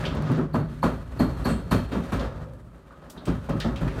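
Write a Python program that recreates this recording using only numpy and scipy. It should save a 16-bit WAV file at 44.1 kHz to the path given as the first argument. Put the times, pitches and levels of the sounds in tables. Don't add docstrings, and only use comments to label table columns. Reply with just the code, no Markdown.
import sys
import numpy as np
from scipy import signal
from scipy.fft import irfft
from scipy.io import wavfile
from scipy.ndimage import uniform_filter1d

SR = 44100
rng = np.random.default_rng(int(sys.argv[2]) if len(sys.argv) > 2 else 0)


def int16_out(signal):
    q = np.round(np.clip(np.atleast_2d(signal).T, -1, 1) * 32767)
    wavfile.write(sys.argv[1], SR, q.astype(np.int16))


N = 176400
EVENT_SIZE = 32768
EVENT_T, EVENT_HZ = np.arange(EVENT_SIZE) / SR, np.fft.rfftfreq(EVENT_SIZE, 1 / SR)


def amp(db):
    return 10 ** (np.asarray(db) / 20)


def unit(x):
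    return x / np.sqrt(np.mean(x ** 2) + 1e-20)


def spectrum_db(points, hz):
    f, db = np.transpose(points)
    return np.interp(np.log(hz + 1), np.log(f), db)


def resonance(hz, centre, width):
    return 1 / (1 + (2 * (hz - centre) / width) ** 2)


def decay(t60):
    return amp(-60 * EVENT_T / t60)


def attack(rise_s):
    return np.minimum(EVENT_T / rise_s, 1)


def add(mix, start_s, sound):
    part = mix[max(round(start_s * SR), 0):][:len(sound)]
    part += sound[:len(part)]


def noise(gain, size=EVENT_SIZE):
    return unit(irfft(gain * np.exp(2j * np.pi * rng.random(len(gain))), size))


def wander(step_s):
    return 1.2 * np.interp(np.arange(N) / SR / step_s, np.arange(4096), rng.standard_normal(4096))


def steady(x, window):
    power = np.abs(uniform_filter1d(x ** 2, window))
    return unit(x / (power + .05) ** .4)


STEEL_HZ = [1756, 2333, 2570, 2755, 3160, 3210, 3690]
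def steel_db(ripple, hz, width_hz=35):
    strong = sum(2 * resonance(hz, f, width_hz) for f in STEEL_HZ)
    weak = np.interp(hz / width_hz, np.arange(len(ripple)), ripple - uniform_filter1d(ripple, size=5))
    return strong + 4 * weak * hz / (hz + 3000)


# (frequency [Hz], level [dB])
DOOR_COLOUR = [(30, -23.5), (58, -1), (80, -10), (125, 1.5), (265, 0), (330, -4.5), (480, -9), (800, -14),
               (1250, -12.5), (1850, -23.5), (2150, -29.5), (4400, -34.5), (5100, -39.5), (9500, -38),
               (10500, -44), (12000, -40), (15500, -48)]
# (frequency [Hz], width [Hz], lift [dB])
DOOR_MODES = [(55, 35, 5), (152.3, 5.1, 7), (174, 6.7, 9), (233, 7.7, 6.5), (261, 8.9, 5.5),
              (390.4, 17.8, 5.5), (549, 14.6, 11), (606.3, 14.7, 8.5), (663.3, 17.7, 5), (899, 69, 1.5),
              (1267, 13.3, 7.5)]
# (low [Hz], high [Hz], rise [s], ring t60 [s])
DOOR_BANDS = [(39.6, 109.6, 0.031, 0.69), (99.5, 416, 0.016, 0.31), (411, 2160, 0.0077, 0.37),
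              (1713, 6200, 0.011, 0.32), (6200, 15200, 0.0047, 0.29)]
def door_bands(ripple, size):
    hz = np.fft.rfftfreq(size, 1 / SR) + 1e-3
    lift = sum(db * resonance(hz, f, width) for f, width, db in DOOR_MODES)
    colour = amp(spectrum_db(DOOR_COLOUR, hz) + lift + steel_db(ripple, hz))
    return [colour / np.sqrt((1 + (lo / hz) ** 10) * (1 + (hz / hi) ** 10)) for lo, hi, *_ in DOOR_BANDS]


# (time [s], boom [dB], panel [dB], clatter [dB], rattle [dB], sizzle [dB])
WHEEL_LEVELS = [(0, -34.5, -36, -37, -44, -60), (.2, -31, -30, -38.5, -50, -74),
                (.36, -52, -43, -40, -45.5, -70), (.5, -45, -44, -51.5, -61.5, -76),
                (.78, -43, -43, -53, -57.5, -68), (1.05, -38, -45.5, -51.5, -59.5, -70.5),
                (1.36, -33.5, -39, -44, -53.5, -64.5), (1.68, -36, -40, -47.5, -57.5, -67.5),
                (2.05, -52, -39, -44.5, -50.5, -62.5), (2.278, -33.5, -41, -39.5, -52.5, -69.5),
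                (2.63, -45.5, -50, -58, -69, -76.5), (2.92, -56, -55.5, -56.5, -66, -78),
                (3.22, -50.5, -45, -48.5, -62.5, -75), (3.4, -39, -50, -48.5, -55.5, -67.5),
                (3.72, -38, -37, -43.5, -56.5, -69.5), (4, -35, -38.5, -42, -50.5, -66)]
def wheels(ripple):
    out, t = np.zeros(N), np.arange(N) / SR
    times, *levels = np.transpose(WHEEL_LEVELS)
    bumps_db, grit_db = 1.94 * wander(.025), wander(.002)
    for band, (gain, db) in enumerate(zip(door_bands(ripple, N), levels)):
        level = np.interp(t, times, db) + bumps_db + grit_db * (band > 1)
        out += amp(level) * steady(noise(gain, N), window=4000)
    return out


# (time [s], level [dB])
JUDDER_LEVELS = [(0, -46), (.14, -32), (.33, -27.5), (.49, -39), (.6, -33), (.83, -39.5)]
def judder(pitch_hz=153.9):
    cycles = np.cumsum(pitch_hz * (1 + .037 * wander(.014))) / SR
    level = np.interp(np.arange(N) / SR, *np.transpose(JUDDER_LEVELS), right=-120) + 3 * wander(.0227)
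    return np.sqrt(2) * amp(level) * np.sin(2 * np.pi * cycles)


STRIKE_RISE_S, ROOM_T60 = .00088, .28
# (time [s], level [dB], centre [Hz], width [octaves])
FITTING_CLINKS = [(0.038, -37.5, 1700, 0.95), (0.053, -33.5, 3020, 0.74), (2.195, -44, 3600, 0.86),
                  (2.907, -50, 1220, 0.45), (3.021, -53, 845, 1.1), (3.176, -51.5, 3730, 0.4),
                  (3.254, -45.5, 2340, 1.95), (3.602, -35, 3520, 0.78), (3.605, -37, 1730, 0.38),
                  (3.759, -42.5, 2670, 1.1), (3.878, -40, 1630, 1.18)]
def clinks(ripple):
    out, hz = np.zeros(N), EVENT_HZ + 1
    snap = .43 * np.exp(-EVENT_T / .004)
    shape = attack(STRIKE_RISE_S) * (decay(ROOM_T60) + snap)
    steel = amp(1.45 * steel_db(ripple, hz))
    for start, db, centre, width in FITTING_CLINKS:
        gain = steel / (1 + (np.log2(hz / centre) / width) ** 2) ** 2.1
        add(out, start, amp(db) * shape * noise(gain))
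    return out


# (frequency [Hz], level [dB])
TICK_COLOUR = [(1000, -22), (3000, 1), (5000, 3.5), (12500, 0), (16000, -8)]
# (time [s], level [dB], decay time [s])
NEAR_TICKS = [(0.15, -52, .004), (0.223, -48, 0.0016), (0.316, -52, .009), (2.536, -57.5, 0.0015),
              (3.099, -46, 0.017), (3.493, -48.5, .004), (3.6, -45.5, .006), (3.759, -63, 0.0034),
              (3.88, -58, 0.0057)]
def ticks():
    out = np.zeros(N)
    gain = amp(spectrum_db(TICK_COLOUR, EVENT_HZ))
    room = amp(-15.5) * decay(t60=.4)
    for start, db, decay_s in NEAR_TICKS:
        add(out, start, amp(db) * (np.exp(-EVENT_T / decay_s) + room) * noise(gain))
    return out


HOLD_S, PANEL_LIFT_DB, PANEL_WIDTH_HZ = .0091, 6.5, 56
REBOUND_DB, REBOUND_S, REBOUND_GAP_S = 13, .001, .017
# (time [s], panel pitch [Hz], boom [dB], panel [dB], clatter [dB], rattle [dB], sizzle [dB])
DOOR_JOLTS = [(0.291, 128, -43, -20, -33, -55, -69), (.374, 380, -35, -21, -32.5, -63, -65),
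              (0.538, 650, -29, -19, -27.5, -47, -57.5), (.827, 229, -28.5, -19, -23.5, -39.5, -49.5),
              (1.193, 300, -27.5, -17.5, -27, -42, -50), (1.447, 249, -27.5, -21, -27.5, -40, -49.5),
              (1.484, 242, -55, -20, -35, -41, -55), (1.709, 238, -24, -18, -25, -34.5, -43.5),
              (1.913, 460, -33, -30, -34.5, -42.5, -59), (1.945, 204, -33.5, -22, -34.5, -68, -80),
              (2.117, 510, -27, -24, -31.5, -39, -51.5), (2.196, 540, -40, -42, -34, -58, -73),
              (3.268, 226, -28, -20.5, -32.5, -44.5, -61), (3.485, 570, -35.5, -25, -32.5, -46, -69),
              (3.526, 163, -43, -25.5, -41.5, -72, -78), (3.639, 220, -29.5, -22, -32, -47, -63),
              (3.806, 162, -26, -24, -34.5, -48, -59.5)]
def jolts(ripple):
    out, bands = np.zeros(N), door_bands(ripple, EVENT_SIZE)
    u = EVENT_T / REBOUND_S
    contact = np.diff(u * np.exp(-u) * (1 - np.exp(-2 * u)))
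    contact /= contact.max()
    for start, pitch, *levels in DOOR_JOLTS:
        panel = amp(PANEL_LIFT_DB * resonance(EVENT_HZ, pitch, PANEL_WIDTH_HZ))
        for gain, db, (_, _, rise, t60) in zip(bands, levels, DOOR_BANDS):
            ring = amp(-60 * np.maximum(EVENT_T - rise - HOLD_S, 0) / t60)
            body = steady(noise(gain * panel), window=1300)
            add(out, start, amp(db) * attack(rise) * ring * body)
        clatter_db = levels[2]
        for bounce in (1, 2):
            delay = (bounce + rng.random() - .5) * REBOUND_GAP_S
            add(out, start + delay, amp(clatter_db + REBOUND_DB) * contact / np.sqrt(bounce))
    return out


def chime(pitches, t60):
    notes = sum(rng.uniform(.44, 1) * np.sin(2 * np.pi * (f * EVENT_T + rng.random())) for f in pitches)
    return unit(notes) * attack(HOLD_S) * decay(t60)


def hardware():
    out = np.zeros(N)
    for start, *_, rattle_db, _ in DOOR_JOLTS:
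        add(out, start, amp(rattle_db - 8) * chime(STEEL_HZ, t60=.5))
    return out


HINGE_HZ = [4140, 4245, 4320, 4420]
# (centre [Hz], half-width [Hz], level [dB])
SHRIEK_BANDS = [(4370, 360, 6.5), (11650, 1100, -3)]
# (time [s], level [dB])
HINGE_SHRIEKS = [(0.532, -56), (0.822, -52), (1.19, -46.5), (1.443, -45.5), (1.707, -45.5)]
def hinges():
    out, shape = np.zeros(N), attack(.0053) * decay(t60=.27)
    for start, db in HINGE_SHRIEKS:
        shriek = sum(amp(band_db) * noise(1 / (1 + ((EVENT_HZ - f) / width) ** 2) ** 2)
                     for f, width, band_db in SHRIEK_BANDS)
        singing = amp(-2) * chime(HINGE_HZ, t60=.62)
        add(out, start, amp(db) * (shape * shriek + singing))
    return out


# (time [s], level [dB])
JOINT_CLACKS = [(.544, -28.5), (.829, -20.5), (2.122, -35), (3.488, -38)]
def clacks(centre_hz=833):
    out, shape = np.zeros(N), attack(STRIKE_RISE_S) * decay(t60=.097)
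    gain = 1 / (1 + np.log2((EVENT_HZ + 1) / centre_hz) ** 2) ** 3
    for start, db in JOINT_CLACKS:
        add(out, start, amp(db) * shape * noise(gain))
    return out


# (time [s], level [dB], pitch [Hz], half-width [Hz], length [s])
ROLLER_SQUEAKS = [(1.477, -50, 8270, 950, 0.056), (2.19, -43.5, 511, 12, 0.13),
                  (2.455, -45, 528, 47, 0.055), (3.255, -53, 8240, 350, 0.0051)]
def squeaks():
    out = np.zeros(N)
    for start, db, pitch, width, length in ROLLER_SQUEAKS:
        u = 2 * EVENT_T / length
        rub = u * np.exp(1 - u)
        room = .5 * attack(length / 2) * decay(ROOM_T60)
        gain = 1 / (1 + ((EVENT_HZ - pitch) / width) ** 4)
        add(out, start, amp(db) * (rub + room) * noise(gain))
    return out


def scene():
    ripple = rng.standard_normal(2048)
    mix = wheels(ripple) + judder() + clinks(ripple) + ticks()
    mix += jolts(ripple) + hardware() + hinges() + clacks() + squeaks()
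    return mix[None]


def record(dry, cutoff_hz=15900):
    lowpass = signal.firwin(511, cutoff_hz, window=("kaiser", 9), fs=SR)
    return signal.oaconvolve(dry, lowpass[None], "same")


dry = scene()
out = record(dry)
int16_out(out)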